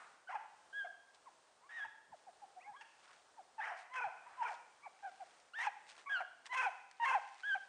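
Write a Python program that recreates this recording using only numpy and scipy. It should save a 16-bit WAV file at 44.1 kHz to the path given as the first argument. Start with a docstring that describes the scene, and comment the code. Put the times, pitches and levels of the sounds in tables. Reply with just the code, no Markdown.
"""A bramble thicket on a wooded slope: a pack of small hunting dogs barks, yelps and yips.
Their vocal folds flip between two registers an octave apart, break into period doubling and rasp,
and close each bark and yelp with a fall. The slope scatters the calls back and far dogs answer.
Leaves rustle and twigs snap as the dogs push through; the air hushes and bumps softly on the microphone."""
import sys
import numpy as np
from scipy import signal
from scipy.fft import rfft, irfft, next_fast_len
from scipy.io import wavfile
from scipy.ndimage import map_coordinates

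SR = 44100
rng = np.random.default_rng(int(sys.argv[2]) if len(sys.argv) > 2 else 0)


def wav_record(signal):
    """Record a signal, one row per channel, as 16-bit PCM in the file named by sys.argv[1]."""
    frames = np.transpose(np.atleast_2d(signal))
    bounded = np.clip(frames, -1, 1)
    # unit amplitude maps onto the largest positive 16-bit level
    quanta = np.round(bounded * 32767).astype(np.int16)
    wavfile.write(sys.argv[1], SR, quanta)


N = 338688
FLIP_S = 0.00804  # register change
CLEAN_HALF_DB, CLEAN_RASP_DB = -41.5, -17.5  # period doubling and rasp in a clean stretch, re the tone


def amp(db):
    """Decibels to gain."""
    return 10 ** (np.asarray(db) / 20)


def unit(x):
    """Scale to rms 1."""
    return x / np.sqrt(np.mean(x ** 2) + 1e-20)


def along(points, hz):
    """Read (freq_hz, value) points on a log axis."""
    freq_hz, values = np.transpose(points)
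    return np.interp(np.log(hz + 1), np.log(freq_hz + 1), values)


def wobble(rate_hz, size):
    """Smooth random curve."""
    knots = rng.standard_normal(int(size * rate_hz / SR) + 4)
    return map_coordinates(knots, [np.arange(size) * rate_hz / SR])


def noise(spectrum, size):
    """Coloured noise, rms 1."""
    m = next_fast_len(size + 8192)
    gain = amp(along(spectrum, np.fft.rfftfreq(m, 1 / SR)))
    return unit(irfft(rfft(rng.standard_normal(m)) * gain, m)[:size])


def add(track, start_s, x):
    """Mix x into the track."""
    part = track[max(round(start_s * SR), 0):][:len(x)]
    part += x[:len(part)]


def treble(x, db, corner_hz=2000):
    """High shelf."""
    dull = signal.sosfiltfilt(signal.butter(2, corner_hz, fs=SR, output="sos"), x)
    return dull + amp(db) * (x - dull)


def swell(centre_s, sigma_s, db):
    """Gaussian gain envelope."""
    return amp(db) * np.exp(-.5 * ((np.arange(N) / SR - centre_s) / sigma_s) ** 2)


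def arch(u, start, middle, end):
    """Parabola through three values, u from 0 to 1."""
    return start + (end - start) * u + (2 * middle - start - end) * 2 * u * (1 - u)


def air(level_db=-69.0, drift_db=1.27):
    """Valley hush, with low bumps of air on the microphone."""
    # bumps: centre_s, sigma_s, level_db
    bumps = [(1.86, 0.028, -81), (2.123, 0.02, -75.5), (2.705, 0.014, -77), (4.072, 0.01, -72),
             (4.297, 0.1, -92)]
    # bump and hush spectra: freq_hz, gain_db
    bump_spectrum = [(30, -20), (130, -1), (250, -6.5), (1500, -52)]
    hush_spectrum = [(20, -28.5), (60, -21), (130, -17), (250, -13), (750, -0.5), (1500, -6.5), (2200, -13),
                     (4000, -14.5), (9400, -17)]
    buffet = sum(swell(*row) for row in bumps) * noise(bump_spectrum, N)
    return amp(level_db + drift_db * wobble(3.915, N)) * noise(hush_spectrum, N) + buffet


def far_dogs(echo_db=-56, t60_s=0.76):
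    """A dying echo, then far calls, all smeared to noise by the cover."""
    # far calls: centre_s, sigma_s, level_db
    calls = [(3.109, 0.04, -64.5), (4.37, 0.1, -61)]
    # far bark spectrum: freq_hz, gain_db
    spectrum = [(300, -44), (750, -2), (1500, 0.5), (2700, -14.5), (5000, -29)]
    echo = amp(echo_db - 60 * np.arange(N) / SR / t60_s)
    return (echo + sum(swell(*row) for row in calls)) * noise(spectrum, N)


def thicket(crackle_db=4, snap_t60_s=0.021, snap_gain_db=-7):
    """Leaves crackle under each push; dry twigs snap."""
    # leaf and twig spectrum: freq_hz, gain_db
    spectrum = [(300, -31.5), (800, -1), (1700, 6.5), (5000, 0.5), (9400, -7)]
    # pushes through leaves: centre_s, sigma_s, level_db, treble_db
    pushes = [(1.152, 0.011, -87, 19), (2.195, 0.037, -82.5, 10), (3.092, 0.096, -65.5, -3),
              (3.799, 0.022, -63, 2), (4.519, 0.038, -68, 6), (5.2, 0.2, -65.5, -5.5),
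              (5.902, .018, -58, 1.5), (5.991, 0.029, -54.5, -8), (6.468, 0.009, -46.5, -10.5),
              (7.335, 0.25, -62.5, -3.5)]
    # snaps: start_s, level_db (before snap_gain_db), treble_db
    twigs = [(5.4, -64.5, 13), (5.994, -48.5, -6.5), (6.457, -50, 3.5), (6.464, -53.5, 15),
             (6.913, -46, -0.5)]
    leaves = unit(noise(spectrum, N) * amp(crackle_db * wobble(500, N)))
    out = sum(swell(*push) * treble(leaves, treble_db) for *push, treble_db in pushes)
    t = np.arange(SR // 10) / SR
    for start_s, level_db, treble_db in twigs:
        decay = amp(level_db + snap_gain_db - 60 * t / snap_t60_s)
        add(out, start_s, decay * treble(noise(spectrum, len(t)), treble_db))
    return out


def slope_echo(call, build_s=0.02):
    """Scatter from bushes and trees builds up, then dies; each spot has its own echo."""
    # slope decay: freq_hz, t60_s
    decay_times = [(800, 0.6), (3000, 0.77), (8000, 0.92)]
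    hz, t, scatter = signal.stft(rng.standard_normal(SR), SR, nperseg=256)
    envelope = amp(-60 * t / along(decay_times, hz)[:, None]) * (1 - np.exp(-t / build_s))
    tail = signal.istft(scatter * envelope, SR, nperseg=256)[1]
    return signal.fftconvolve(call, tail / np.linalg.norm(tail))


def gesture(stages, edge_s=0.00416):
    """Stages (time_s, pitch_hz, level_db per part) to per-sample pitch and soft-gated gains."""
    time_s, pitch_hz, *levels_db = np.transpose(stages)
    t = np.arange(time_s[0] - edge_s, time_s[-1] + edge_s, 1 / SR)
    from_edge_s = np.minimum(t - t[0], t[-1] - t)
    gate = np.sin(np.pi / 2 * np.clip(from_edge_s / (0.92 * edge_s), 0, 1)) ** 2
    return np.interp(t, time_s, pitch_hz), *[gate * np.interp(t, time_s, amp(db)) for db in levels_db]


def folds(pitch_hz, low, octave, rough, rich_db=0, waver=0.0053, jitter=0.068, odd_db=-4):
    """Vocal fold phase and tone; roughness shakes the pitch and size of the cycles."""
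    # overtone envelope: freq_hz, gain_db
    overtones = [(1500, -8.5), (2500, -4.5), (3250, -18.5), (3750, -25), (4300, -23.5), (4800, -41),
                 (6300, -42), (9000, -45.5)]
    n = len(pitch_hz)
    hz = pitch_hz * (1 + waver * wobble(190.1, n) + jitter * rough * wobble(499.1, n))
    phase = 2 * np.pi * np.cumsum(hz) / SR
    tone = low * np.sin(phase) + octave * np.sin(2 * phase)
    for k in range(3, 11):
        # odd partials vanish in the octave register
        drive = amp(odd_db) * np.sqrt(low * np.minimum(low, octave)) if k % 2 else octave
        blur_rad = (k / 6) ** 2 * wobble(500, n)  # no two closures alike
        tone += drive * amp(rich_db + along(overtones, k * pitch_hz)) * np.sin(k * phase + blur_rad)
    shimmer = amp(3 * rough * wobble(300, n))
    return phase, np.sqrt(2) * tone * shimmer


def throat_rasp(pitch_hz, rest_hz=920, follow=0.37, strain_db_per_oct=16):
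    """Chaotic vibration; on higher notes the jaw opens, so the rasp rises and sharpens."""
    # rasp spectrum at rest_hz: freq_hz, gain_db
    spectrum = [(350, -48.5), (560, -17), (750, 5), (1000, -1), (1270, 0), (1600, 2.5), (2450, -6.5),
                (3100, -9), (3800, -31.5), (5200, -19), (6300, -21), (7300, -27), (9400, -26.5)]
    clock = np.cumsum((pitch_hz / rest_hz) ** follow)
    rasp = unit(map_coordinates(noise(spectrum, int(clock[-1]) + 2), [clock]))
    return treble(rasp, strain_db_per_oct * np.log2(pitch_hz / rest_hz))


def cracking(pitch_hz, parts, rough, lurch=0.027, lumpy_db=5, rate_hz=90):
    """A rough voice is unstable: the pitch lurches and the parts trade power."""
    n = len(pitch_hz)
    gains = amp(lumpy_db * np.sqrt(rough) * np.array([wobble(rate_hz, n) for _ in parts]))
    uneven = parts * gains
    makeup = np.sqrt(np.sum(parts ** 2, axis=0) / (np.sum(uneven ** 2, axis=0) + 1e-20))
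    return pitch_hz * (1 + lurch * rough * wobble(rate_hz, n)), uneven * makeup


def driven_voice(stages, doubling_db=(-18, 0, -3), rasp_gain_db=-1, open_db=2, shut_db=-6, shut_from=0.44):
    """Hard-driven folds: period doubling adds lines between the partials, chaos adds rasp."""
    # stages: time_s, pitch_hz, low_db, octave_db, half_db (doubling), rasp_db
    pitch_hz, low, octave, half, rasp = gesture(stages)
    rough = rasp / np.sqrt(low ** 2 + octave ** 2 + half ** 2 + rasp ** 2 + 1e-20)
    pitch_hz, (low, octave, half, rasp) = cracking(pitch_hz, np.array([low, octave, half, rasp]), rough)
    phase, tone = folds(pitch_hz, low, octave, rough)
    doubled = sum(amp(db) * np.sin((k + .5) * phase) for k, db in enumerate(doubling_db))
    voice = tone + half * doubled + amp(rasp_gain_db) * rasp * throat_rasp(pitch_hz)
    # the closing mouth dulls the call
    mouth_db = np.interp(np.linspace(0, 1, len(voice)), [shut_from, 1], [open_db, shut_db])
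    return treble(voice, mouth_db)


def fall(start_s, length_s, from_hz, from_db, rasp_db, mean_oct_per_s=10.53):
    """Closing stages: the low register slides down ever faster and fades with the rasp."""
    fade_db, rasp_fade_db, octave_gain_db = 17, 9.5, -14
    u = np.linspace(0, 1, 5)
    low_db = from_db - fade_db * u ** 2
    pitch_hz = from_hz * 2 ** (-mean_oct_per_s * length_s * (u + u ** 2) / 2)
    return list(zip(start_s + length_s * u, pitch_hz, low_db, low_db + octave_gain_db,
                    low_db + CLEAN_HALF_DB, rasp_db - rasp_fade_db * u))


def yip(start_s, length_s, mid_hz, glide_oct, low_db, octave_db, bend_oct=0.072):
    """A light, almost pure squeak: one bent glide that swells and fades."""
    u = np.linspace(0, 1, 7)
    pitch_hz = mid_hz * 2 ** (glide_oct * (u - .5) + arch(u, -bend_oct, 0, -bend_oct))
    taper_db = arch(u, -11.5, 0, -13.5)
    stages = list(zip(start_s + length_s * u, pitch_hz, low_db + taper_db, octave_db + taper_db))
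    return folds(*gesture(stages), rough=.4, rich_db=-11)[1]


def yelp(start_s, length_s, start_hz, arch_hz, end_hz, start_db, mid_db, end_db, rasp_db,
         drop_hz, drop_db):
    """An arched note in the octave register grows hoarse, cracks and flips into the low one."""
    arch_share, strain_db = .76, 5.5
    fall_s, fall_rasp_db, crack_db = 0.025, drop_db - 8, drop_db - 16.5
    u = np.linspace(0, 1, 9)
    octave_db = arch(u, start_db, mid_db, end_db)
    faint_db = octave_db + CLEAN_HALF_DB
    pitch_hz = arch(np.minimum(u / arch_share, 1), start_hz, arch_hz, end_hz)
    hoarse_db = rasp_db + strain_db * (u - .5)
    note = zip(start_s + length_s * u, pitch_hz, faint_db, octave_db, faint_db, hoarse_db)
    end_s = start_s + length_s
    crack = (end_s + FLIP_S / 2, drop_hz, crack_db, crack_db, faint_db[-1], crack_db)
    return driven_voice([*note, crack, *fall(end_s + FLIP_S, fall_s, drop_hz, drop_db, fall_rasp_db)])


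def bark(start_s, lead_s, core_s, fall_s, top_share, start_hz, break_hz, top_hz, fall_hz,
         swell_db, lead_low_db, lead_octave_db, low_db, octave_db, half_db, rasp_db, fall_db):
    """A clean lead-in breaks into a rough core, which climbs, doubles its period, sags and falls."""
    dip_s, dip_ratio, stall_db = .006, .94, 4
    doubling_growth_db, octave_fade_db, sag_ratio = 17.5, 21, .94
    stumble_at, stumble_width = .63, 0.1066  # shares of the stretch from top to fall
    stumble_ratio, stumble_half_db, stumble_rasp_db = .8, -19, 6.5
    break_s = start_s + lead_s
    top_s, close_s = break_s + top_share * core_s, break_s + core_s

    tone_db = max(lead_low_db, lead_octave_db)
    clean_db = np.array([lead_low_db, lead_octave_db, tone_db + CLEAN_HALF_DB, tone_db + CLEAN_RASP_DB])
    bow_hz = (start_hz + break_hz) / 2 + abs(break_hz - start_hz) / 4
    lead_in = [(start_s + u * lead_s, arch(u, start_hz, bow_hz, break_hz),
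                *(clean_db - swell_db * (1 - u))) for u in np.linspace(0, 1, 5)]

    held_db = (octave_db, half_db - doubling_growth_db, rasp_db)
    climb = [(break_s + dip_s, break_hz * dip_ratio, low_db - stall_db, *held_db),
             (top_s - FLIP_S, (break_hz + top_hz) / 2, low_db - stall_db, *held_db),
             (top_s, top_hz, low_db, *held_db)]

    sag = []
    for u in .3, stumble_at - stumble_width, stumble_at, stumble_at + stumble_width, .92:
        stumble = u == stumble_at
        pitch_hz = top_hz * sag_ratio ** u * stumble_ratio ** stumble
        sag.append((top_s + u * (close_s - top_s), pitch_hz, low_db, octave_db - octave_fade_db * u,
                    half_db + stumble_half_db * stumble, rasp_db + stumble_rasp_db * stumble))
    return driven_voice(sorted(lead_in + climb + sag + fall(close_s, fall_s, fall_hz, fall_db, rasp_db)))


def pack(yip_echo_db=-12, direct_lead_s=.004):
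    """Every call and its echo; dogs deep in the cover have more echo than near ones."""
    # barks: start_s, lead_s, core_s, fall_s, top_share, start_hz, break_hz, top_hz, fall_hz, swell_db,
    # lead_low_db, lead_octave_db, low_db, octave_db, half_db, rasp_db, fall_db, treble_db, echo_db
    barks = [ (.275, .014, .065, 0.022, .64, 719.4, 769.3, 1026, 866, 11, -88, -47, -46.5, -52, -57, -51, -37, -6.5, -4.5),
             (3.583, 0.019, 0.098, 0.055, 0.41, 897, 846, 993.4, 835, 11, -37.5, -53, -70.5, -44.5, -51.5, -45.5, -46, -8, -3.5),
             (3.9, 0.034, 0.11, .044, 0.13, 954, 1027, 1038, 852, 13, -52.5, -56.5, -47.5, -53, -40.5, -54, -37.5, -2.5, -6),
             (4.378, .047, .073, .042, .22, 1026, 893, 984.5, 857, 24, -32.5, -62.5, -43.5, -61, -44, -47, -43, -4, -7.5),
             (5.538, 0.047, 0.086, 0.021, .58, 691.5, 924, 1070, 872, 8, -72, -46, -48, -44, -47.5, -47.5, -31.5, 4, -12.5),
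             (6.494, .031, 0.14, .03, 0.24, 941.6, 1026, 1050, 824, 16.5, -44.5, -48, -42, -44, -37.5, -49.5, -33, 3, -10),
             (7.001, .04, 0.11, 0.034, .2, 938, 937.4, 1085, 838.5, 9.5, -32.5, -41.5, -37.5, -39.5, -37, -44, -29.5, -2.5, -11.5),
             ]
    # yelps, pitches of the low register: start_s, length_s, start_hz, arch_hz, end_hz,
    # start_db, mid_db, end_db, rasp_db, drop_hz, drop_db, treble_db, echo_db
    yelps = [ (.731, 0.11, 786, 832, 794.4, -53.5, -42, -47, -75, 733, -46, -0.5, -7.5),
             (1.694, .148, 831.6, 942, 828, -60.5, -50, -43, -62, 931, -47.5, 3, -6),
             (2.765, 0.0402, 814, 829.3, 826, -70, -76, -71.5, -91.5, 900, -58.5, 19, -3),
             (6.097, .102, 831, 804, 706, -44.5, -36.5, -48, -53, 773, -38, 0, -11),
             (7.436, 0.11, 756, 838.5, 777.6, -45, -39, -32.5, -62.5, 807, -38.5, 0, -13.5), ]
    # yips: start_s, length_s, mid_hz, glide_oct, low_db, octave_db
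    yips = [ (1.26, 0.037, 980, -.68, -55.5, -75), (1.613, 0.077, 1070, .45, -66, -80),
            (2.12, 0.034, 787, -.85, -53, -71), (2.267, .038, 761, -.41, -54.5, -80),
            (2.42, .034, 808, -.23, -51, -81), (2.563, 0.038, 749, -.08, -52, -86),
            (2.598, 0.039, 1208, 0.63, -71, -63), (2.627, 0.061, 1090, .2, -72, -61),
            (2.66, 0.068, 831, -.05, -50.5, -67), (2.725, 0.053, 1040, .55, -56, -71),
            (3.374, .044, 800, -.69, -53, -74), (4.261, 0.026, 976, .05, -54, -74),
            (4.827, 0.056, 1153, -.04, -60.5, -58.5), (4.855, 0.026, 814, -.7, -48, -66.5),
            (5.029, 0.068, 783, -.22, -45, -53), (5.2, 0.039, 759, -.3, -47, -65.5),
            (6.062, 0.037, 1145, -.02, -47, -52.5), ]
    out = np.zeros(N)
    for table, voice in (barks, bark), (yelps, yelp):
        for start_s, *shape, treble_db, echo_db in table:
            call = treble(voice(start_s, *shape), treble_db)
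            add(out, start_s - direct_lead_s, call)
            add(out, start_s, amp(echo_db) * slope_echo(call))
    for start_s, *shape in yips:
        call = yip(start_s, *shape)
        add(out, start_s - direct_lead_s, call)
        add(out, start_s, amp(yip_echo_db) * slope_echo(call))
    return out


def scene():
    """All sources, mono."""
    return (pack() + far_dogs() + thicket() + air())[None]


def record(dry, top_hz=9560):
    """Brick-wall low-pass."""
    m = next_fast_len(N + SR // 2)
    passband = np.fft.rfftfreq(m, 1 / SR) < top_hz
    return irfft(rfft(dry, m) * passband, m)[..., :N]


dry = scene()
out = record(dry)
wav_record(out)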